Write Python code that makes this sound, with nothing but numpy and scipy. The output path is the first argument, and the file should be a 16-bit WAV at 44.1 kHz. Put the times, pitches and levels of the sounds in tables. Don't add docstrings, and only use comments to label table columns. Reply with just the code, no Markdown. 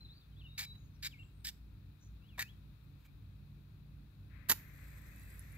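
import sys
import numpy as np
from scipy import signal
from scipy.fft import rfft, irfft, next_fast_len
from scipy.io import wavfile
from scipy.ndimage import uniform_filter1d, map_coordinates

SR = 44100
rng = np.random.default_rng(int(sys.argv[2]) if len(sys.argv) > 2 else 0)


def level_to_linear(level):
    exponent = np.asarray(level, float) / 20
    return 10 ** exponent


def pcm_store(signal):
    levels = np.round(np.clip(np.atleast_2d(signal), -1, 1) * 32767)
    wavfile.write(sys.argv[1], SR, levels.astype(np.int16).T)


N = 245985
T = np.arange(N) / SR
SIDES = np.array([[.5], [-.5]])

# (head touches [s], rests [s], drags [s], pressure as the drag starts [dB], as it ends [dB])
STROKES = [
    (0.577, 0.001, 0.068, -39, -47),
    (1.024, 0.002, 0.043, -39.5, -40),
    (1.4437, 0.0016, 0.046, -40.5, -40),
    (2.378, 0.011, 0.036, -39.5, -39),
    (4.487, 0.0048, 0.029, -29.5, -31),
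]
# (treble tilt [dB/octave], left board echo [ms], right [ms], echo share [ratio],
# left minus right [dB])
POSES = [(1, 0.448, 0.438, 0.29, .5), (1, 0.455, 0.433, 0.38, 0.5), (3, 0.418, 0.403, 0.38, 0),
         (0.5, 0.474, 0.5, 0.23, 0.5), (0, 0.223, 0.295, 0.21, -0.5)]
# (time [s], peak [dB])
SLIPS = [(0.5819, -58), (0.5912, -36.5), (0.5969, -29.5), (1.034, -49), (1.0492, -45), (1.4704, -39),
         (2.3931, -48), (2.407, -38), (2.4222, -32), (2.4249, -30), (4.49, -36), (4.4963, -16),
         (4.4983, -21), (4.5012, -18.5), (4.5045, -22), (4.5071, -19), (4.5143, -21), (4.5199, -19.5),
         (4.5335, -34)]
# (frequency [Hz], density [dB per Hz])
LIGHT_COLOUR = [(400.0, -16.5), (600.0, -22.5), (1100.0, -6), (1400.0, -4), (2000.0, -1.5), (2900.0, -1.5),
                (4300.0, -4), (5800.0, -11), (7500.0, -5), (9200.0, -14.5), (10500.0, -9), (12000.0, 0.5),
                (14500.0, -4), (15700.0, -4.5)]
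# (frequency [Hz], density [dB per Hz])
HARD_COLOUR = [(150.0, -13), (350.0, -10.5), (600.0, -17), (900.0, -8.5), (1300.0, -9.5), (1800.0, -1),
               (2600.0, -6.5), (4000.0, -8), (6000.0, -11), (7500.0, -10), (9000.0, -16), (10500.0, -11),
               (12500.0, 1.5), (15500.0, -7.5)]
# (frequency [Hz], width [Hz])
BOX_MODES = [(800, 125), (1800, 190), (2300, 113), (3750, 350), (5000, 1050), (8200, 470)]
GRIP = [(7, 1, 10, 7.5, 7, -6), (-19, 4, 9.5, 10.5, 8.5, -7), (7, 10, 6.3, 13, 10, 2),
        (1, 12, 3.8, 0, 3, -22)]
# (time [s], length [s], level [dB], treble tilt [dB/octave])
BRUSHES = [
    (0.745, 0.02, -69, -5),
    (2.816, .06, -76, 9),
    (2.968, 0.096, -79.5, -3),
    (3.002, .01, -79, -4),
    (3.038, 0.042, -67.5, -2),
    (3.684, 0.011, -92, 6),
    (4.782, 0.016, -61, -9),
]
# (time [s], peak [dB])
KNOCKS = [
    (2.379, -50.5),
    (2.385, -47),
]
# (frequency [Hz], density [dB per Hz])
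FLARE_COLOUR = [(300, -3.5), (600, -14), (1200, -24.5), (2000, -29), (3000, -23.5), (5000, -14),
                (7000, -17.5), (8300, -8), (9200, -27), (10500, -23.5), (12400, -1.5), (14000, -17),
                (15700, -15)]
# (time [s], peak [dB])
SPITS = [(5.0494, -74), (5.1094, -68), (5.1612, -52), (5.1654, -58), (5.1961, -47), (5.2335, -50),
         (5.2944, -60), (5.3023, -60), (5.3023, -49), (5.3258, -53), (5.3514, -57), (5.3564, -53),
         (5.3936, -36.5), (5.4054, -49), (5.4884, -64), (5.4994, -60), (5.523, -47.5), (5.5518, -55),
         (5.5574, -76)]
# (time [s], lag [ms])
FLAME_HEIGHT = [(4.55, .33), (4.68, .31), (4.86, 0.27), (5.1, 0.29), (5.35, 0.265), (5.45, 0.299),
                (5.58, .29)]
# (frequency [Hz], density [dB per Hz])
LENS_COLOUR = [(350, -15.5), (600, -10.5), (927, -25), (990, -9), (1070, -11), (1920, 1), (2560, -5.5),
               (2940, -20.5), (3400, -19), (4420, -26), (7480, -120)]
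# (time [s], length [s], start [Hz], end [Hz], level [dB])
WHISTLER = [(0.008, 0.027, 4080, 4100, -60.5), (.046, .018, 4130, 3990, -61.5),
            (.075, 0.024, 4050, 4000, -68), (.21, .04, 3790, 3430, -75), (.365, .03, 3350, 3700, -71),
            (.465, 0.047, 3630, 3810, -67), (.515, .06, 3700, 3905, -67.5),
            (.655, 0.078, 3945, 3917, -57.5), (.742, .045, 3940, 3955, -70)]
# (time [s], length [s], start [Hz], end [Hz], level [dB])
WARBLER = [(.046, .018, 4050, 3600, -61.5), (.09, 0.048, 3480, 4350, -67), (.14, .05, 4450, 4650, -72.5),
           (.32, 0.022, 3190, 2970, -77), (.393, 0.034, 3900, 2530, -64.5), (.43, .012, 2540, 3000, -68),
           (.442, 0.037, 3000, 2680, -58.5), (1.11, .012, 3500, 3150, -65), (1.122, 0.023, 3150, 2250, -62),
           (1.14, 0.044, 2213, 2120, -69.5), (1.18, .012, 2180, 2750, -66),
           (1.192, .033, 2810, 2686, -58.5), (1.225, .012, 2755, 3400, -61.5),
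           (2.22, 0.076, 2580, 3480, -75), (2.29, .012, 3380, 2980, -70), (2.302, .063, 2990, 2210, -70),
           (2.43, .04, 2450, 2600, -68), (2.47, .03, 2597, 3380, -67.5), (2.5, .025, 3350, 3380, -76),
           (5.1, .12, 2470, 2625, -75.5), (5.22, 0.045, 2660, 2600, -72.5), (5.27, .02, 2600, 2320, -68),
           (5.52, .07, 2300, 2520, -71.5)]
# (time [s], length [s], start [Hz], end [Hz], level [dB])
PEEPS = [(.05, 0.22, 4000, 4180, -70), (.36, 0.084, 3600, 4570, -74), (0.75, 0.16, 6700, 6560, -77),
         (0.932, 0.049, 6300, 4900, -77), (1.15, 0.16, 7430, 7600, -77), (1.308, 0.16, 8650, 8600, -78),
         (1.993, 0.093, 6880, 6770, -72), (1.997, 0.095, 5900, 6000, -73), (3.04, .06, 2310, 2360, -73)]
# (multiple of the firing rate [1], level [dB])
IDLE = [(1, -34), (2, 0.5), (3, -16.5), (4, -10.5), (5, -3), (6, -13), (7, -12), (8, -23), (9, -22.5),
        (10, -19), (11, -25), (12, -33.5)]
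# (frequency [Hz], width [Hz], level [dB])
DRONES = [(97.86, 7.4, -61.5), (88.96, 6.8, -66.5), (111.6, 3.8, -68.5)]
# (frequency [Hz], density [dB per Hz])
AIR_COLOUR = [(12, -25), (20, -15), (54, 6), (107, -8), (162, -8), (240, -13.5), (295, -16.5), (356, -22),
              (510, -31.5), (1200, -38.5), (1560, -78.5), (2640, -120)]
# (time [s], depth [dB])
LULLS = [(.23, -8), (.6, -3), (1.98, -6), (2.79, -7), (3.04, -6), (3.65, -3), (4.12, -5)]
# (frequency [Hz], density [dB per Hz])
HISS_LEFT = [(400, -5.5), (700, -11.5), (1400, -6), (2100, -12.5), (2550, -5), (2950, -16), (3900, -6),
             (4500, -13), (5500, -22), (7500, -25.5), (8800, -31), (11000, -20.5), (14000, -25.5),
             (15700, -13)]
# (frequency [Hz], density [dB per Hz])
HISS_RIGHT = [(400, -3.5), (700, -14.5), (1500, -14.5), (3000, -16.5), (5000, -22), (7500, -25),
              (8800, -23), (11000, -21.5), (14000, -14.5), (15700, -25)]
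# (frequency [Hz], left minus right [dB], left leads [rad])
PORTS = [
    [(400.0, 2.7, -0.9), (600.0, 2.0, -0.9), (1100.0, 2.7, -0.8), (1400.0, 3.6, -0.7), (2000.0, 3.3, -1.6),
     (2900.0, -1.0, -1.3), (4300.0, -0.5, -1.9), (5800.0, -1.6, -2.2), (7500.0, -3.1, -1.7),
     (9200.0, -0.6, -2.1), (10500.0, -0.3, -2.0), (12000.0, -2.5, -2.3), (14500.0, -0.7, -2.2),
     (15700.0, -1.3, -2.2)],
    [(150.0, 3.9, -0.5), (350.0, 1.5, -0.2), (600.0, 2.8, -0.1), (900.0, 5.1, -0.1), (1300.0, 3.8, -0.2),
     (1800.0, 7.5, -1.0), (2600.0, 9.0, -1.7), (4000.0, -5.4, -1.9), (6000.0, -11.5, -1.9),
     (7500.0, -7.6, -1.8), (9000.0, -1.1, -2.2), (10500.0, -5.7, -2.0), (12500.0, -8.4, -2.3),
     (15500.0, 1.0, -2.4)],
]

BITE_S, REST_DB = .002, -13
LIFT_S, LIFT_DB, JUDDER_DB = .012, -16.5, 0.84
SINK_PER_S = 2
KNOCK_HZ, KNOCK_WIDTH_HZ = 960, 370
IGNITES_S, CATCH_S, SPARK_DB, BLAZE_DB = 4.58, 0.25, -70.5, -64
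GROUND_LAG, SWAY_MS, SWAY_PER_S = 4.3, .15, 4
LENS_S, LENS_KICK_S, LENS_RUN_S = 4.275, 0.034, 0.14
LENS_KICK_DB, LENS_DB = -67.5, -65
SLUR_EDGE_S, WHISTLER_PAN_DB, WARBLER_PAN_DB = 0.0056, 0.5, 2.5
FLUTTER_DB, WAVER = 2.5, .007
BUZZ = 0.14
TREES_T60_S, TREES_DB = .3, -9
IDLE_HZ = 28.48
LULL_S, NEARING_DB_S = .045, .3


def strokes():
    out, rub = np.zeros((2, N)), grit(0.99, 2.8)
    cracks = bursts(SLIPS, 0.0015) * level_to_linear(-2.3) * np.sign(rub)
    judder = level_to_linear(JUDDER_DB * walk(120))
    for k, (stroke, pose) in enumerate(zip(STROKES, POSES)):
        tilt_db, left_ms, right_ms, share, pan_db = pose
        i = slice(int((stroke[0] - .02) * SR), int((stroke[0] + .13) * SR))
        shake = (rub * judder * pressure(*stroke))[i]
        crack = cracks[i]
        hard = k == len(GRIP)
        if hard:
            heard = colour(shake + crack, HARD_COLOUR, tilt_db=tilt_db)
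        else:
            drive = shake + 0.47 * crack
            body = sum(level_to_linear(db) * ring(drive, *mode) for mode, db in zip(BOX_MODES, GRIP[k]))
            heard = colour(0.63 * shake + 0.63 * crack + body, LIGHT_COLOUR, tilt_db=tilt_db)
        at = np.arange(len(shake))
        sink = 1 - SINK_PER_S * (T[i] - stroke[0] - stroke[2] / 2)
        pair = [direct + share * map_coordinates(direct, [at - ms * sink * SR / 1000])
                for direct, ms in zip(heard, (left_ms, right_ms))]
        ports = turn(np.array(pair), PORTS[int(hard)]) * level_to_linear(SIDES * pan_db)
        out[:, i] += ports * np.std(shake + crack) / np.std(ports)
    return echoes(out, 0.32, -21, 0.0035)


def pressure(s, rest, drag, start_db, end_db):
    times = s + np.cumsum([0, BITE_S, rest, BITE_S, drag, LIFT_S, LIFT_S]) - BITE_S
    touch_db = [start_db + 4 * REST_DB, start_db + REST_DB, start_db + REST_DB]
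    lift_db = [end_db + LIFT_DB, end_db + 4 * LIFT_DB]
    return curve(np.transpose([times, touch_db + [start_db, end_db] + lift_db]))


def grit(spread_db, patch_db):
    size_db = spread_db * rng.exponential(size=N) + patch_db * walk(500)
    return level(rng.standard_normal(N) * level_to_linear(size_db), 0)


def flare():
    board_ms = np.interp(T, *np.transpose(FLAME_HEIGHT))
    ground_ms = GROUND_LAG * board_ms + SWAY_MS * walk(SWAY_PER_S)
    blaze = curve([(IGNITES_S, SPARK_DB), (IGNITES_S + CATCH_S, BLAZE_DB), (N / SR, BLAZE_DB)])
    flutter = level_to_linear(0.5 * walk(21.0))
    jet = level(colour(grit(1.35, 1.7) * flutter, FLARE_COLOUR)[0], 1.5) * blaze
    board, ground = (np.arange(N) - ms * SR / 1000 for ms in (board_ms, ground_ms))
    right = jet + 0.59 * map_coordinates(jet, [board]) + 0.46 * map_coordinates(jet, [ground])
    left = jet + 0.3 * map_coordinates(jet, [board - 5.]) + 0.14 * map_coordinates(jet, [ground + 17.0])
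    left = delay(left, 8.6)
    pops = delay(bursts(SPITS, .00002), 21.8)
    spit = 30 * ring(pops, 10700, 273) + 1.3 * ring(pops, 16000, 4500)
    return np.array([level_to_linear(-13.0) * left + level_to_linear(-8) * delay(spit, 2.9), right + spit])


def ticks():
    out, rub = np.zeros((2, N)), grit(2.2, 0.89)
    for s, length, db, tilt_db in BRUSHES:
        i, n = int(s * SR), int(length * SR)
        brush = level(colour(rub[i:i + n], LIGHT_COLOUR, tilt_db=tilt_db), db)
        out[:, i:i + n] += brush * np.hanning(n)
    knock = 5 * ring(rub * bursts(KNOCKS, 0.011), KNOCK_HZ, KNOCK_WIDTH_HZ)
    return out * level_to_linear(SIDES * -3) + knock


def lens():
    run = curve([(LENS_S, -100), (LENS_S + LENS_KICK_S, LENS_KICK_DB),
                 (LENS_S + LENS_RUN_S, LENS_DB), (N / SR, LENS_DB)])
    rough = rng.standard_normal(N) * level_to_linear(0.99 * walk(40))
    whir = level(colour(rough, LENS_COLOUR)[0], 3.3) * run * level_to_linear(0.8 * walk(2.7))
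    return whir * level_to_linear(np.array([[0], [-24]]))


def birds():
    out = song(WHISTLER, WHISTLER_PAN_DB) + song(WARBLER, WARBLER_PAN_DB)
    for s, length, start_hz, end_hz, db in PEEPS:
        along = np.clip((T - s) / length, 0, 1)
        pitch = start_hz + (end_hz - start_hz) * along
        buzz = walk(BUZZ * start_hz) * np.sin(2 * np.pi * np.cumsum(pitch) / SR)
        out += level_to_linear(db) * np.sin(np.pi * along) * buzz
    return echoes(turn(out, PORTS[0], lean=0), TREES_T60_S, TREES_DB, 0.0087)


def song(slurs, pan_db):
    s, length, start_hz, end_hz, db = np.transpose(slurs)
    times = np.maximum.accumulate(np.transpose([s, s + length]).ravel())
    glide = np.interp(T, times, np.transpose([start_hz, end_hz]).ravel())
    pitch = uniform_filter1d(glide, size=300) * (1 + WAVER * walk(60))
    swell = np.zeros(N)
    for start, n, d in zip(s, length, db):
        to_edge = np.minimum(T - start, start + n - T)
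        swell += level_to_linear(d) * np.clip(to_edge / SLUR_EDGE_S + .5, 0, 1)
    loudness = swell * level_to_linear(FLUTTER_DB * walk(70) + SIDES * pan_db)
    return np.sqrt(2) * loudness * np.sin(2 * np.pi * np.cumsum(pitch) / SR)


def engines():
    phase = 2 * np.pi * np.cumsum(IDLE_HZ * (1 + 0.00385 * walk(1.488))) / SR
    idle = sum(level_to_linear(db + 2.12 * walk(5)) * np.sin(k * phase + 2 * np.pi * rng.random()) for k, db in IDLE)
    drone = sum(level(ring(ring(rng.standard_normal(N), hz, w), hz, w), db) for hz, w, db in DRONES)
    mid, side = rng.standard_normal((2, N))
    air = level(colour(mid + 0.71 * SIDES * side, AIR_COLOUR), -60)
    lull_db = sum(db * np.exp(-((T - s) / LULL_S) ** 2) for s, db in LULLS)
    return level_to_linear(NEARING_DB_S * T + lull_db) * (level(idle, -57) + drone + air)


def hiss():
    left, right = rng.standard_normal((2, N)) * level_to_linear(.5 * walk(2.87))
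    return np.array([level(colour(left, HISS_LEFT)[0], -69), level(colour(right, HISS_RIGHT)[0], -75.0)])


def echoes(x, t60, wet_db, start_s):
    s = np.arange(SR) / SR
    tail = rng.standard_normal((2, SR)) * level_to_linear(-60 * s / t60) * (1 - np.exp(-s / start_s))
    return x + signal.fftconvolve(x, level(tail, wet_db) / np.sqrt(SR), axes=1)[:, :N]


def turn(pair, table, lean=1):
    n = next_fast_len(pair.shape[1])
    hz = np.arange(n // 2 + 1) * SR / n
    gain = level_to_linear(lean * SIDES * shape(table, hz))
    lead = np.exp(1j * SIDES * shape(table, hz, axis=2))
    return irfft(rfft(pair, n) * gain * lead, n)[:, :pair.shape[1]]


def level(x, db):
    return x * level_to_linear(db) / np.sqrt(np.mean(x ** 2))


def shape(table, hz, axis=1):
    columns = np.transpose(table)
    return np.interp(np.log(hz + 1), np.log(columns[0] + 1), columns[axis])


def colour(x, table, tilt_db=0., size=4096):
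    hz = np.arange(size // 2 + 1) * SR / size
    db = np.tile(shape(table, hz) + tilt_db * np.log2(hz / 3000 + 0.039), (2, 1))
    cep = irfft(db * np.log(10) / 20)
    cep[:, 1:size // 2] *= 2
    cep[:, size // 2 + 1:] = 0
    response = irfft(np.exp(rfft(cep)))
    return signal.fftconvolve(x * np.ones((2, 1)), response, axes=1)[:, :np.shape(x)[-1]]


def ring(x, hz, width):
    return signal.lfilter(*signal.iirpeak(hz, hz / width, fs=SR), x)


def walk(rate):
    k = int(SR / rate)
    held = np.repeat(rng.standard_normal(N // k + 1), k)
    return 1.34 * uniform_filter1d(uniform_filter1d(held, k), k)[:N]


def curve(table, off_db=-130.):
    s, db = np.transpose(table)[:2]
    return level_to_linear(np.interp(T, s, db, left=off_db, right=off_db))


def bursts(events, fall_s):
    s, db = np.transpose(events)
    kick = np.zeros(N)
    kick[(s * SR).astype(int)] = level_to_linear(db)
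    return signal.lfilter([1], [1, -np.exp(-1 / (fall_s * SR))], kick)


def delay(x, samples):
    n = next_fast_len(len(x))
    lag = np.exp(-2j * np.pi * np.arange(n // 2 + 1) * samples / n)
    return irfft(rfft(x, n) * lag, n)[:len(x)]


def scene():
    return strokes() + flare() + ticks() + lens() + birds() + engines() + hiss()


def roll_off(x):
    return signal.sosfilt(signal.butter(12, 16390, fs=SR, output="sos"), x)


def record(dry):
    low_cut = signal.butter(N=2, Wn=34, btype="high", fs=SR, output="sos")
    top_cut = signal.ellip(10, .2, 85, 15550, fs=SR, output="sos")
    mix = signal.sosfilt(top_cut, signal.sosfilt(low_cut, dry))
    return roll_off(mix)


dry = scene()
out = record(dry)
pcm_store(out)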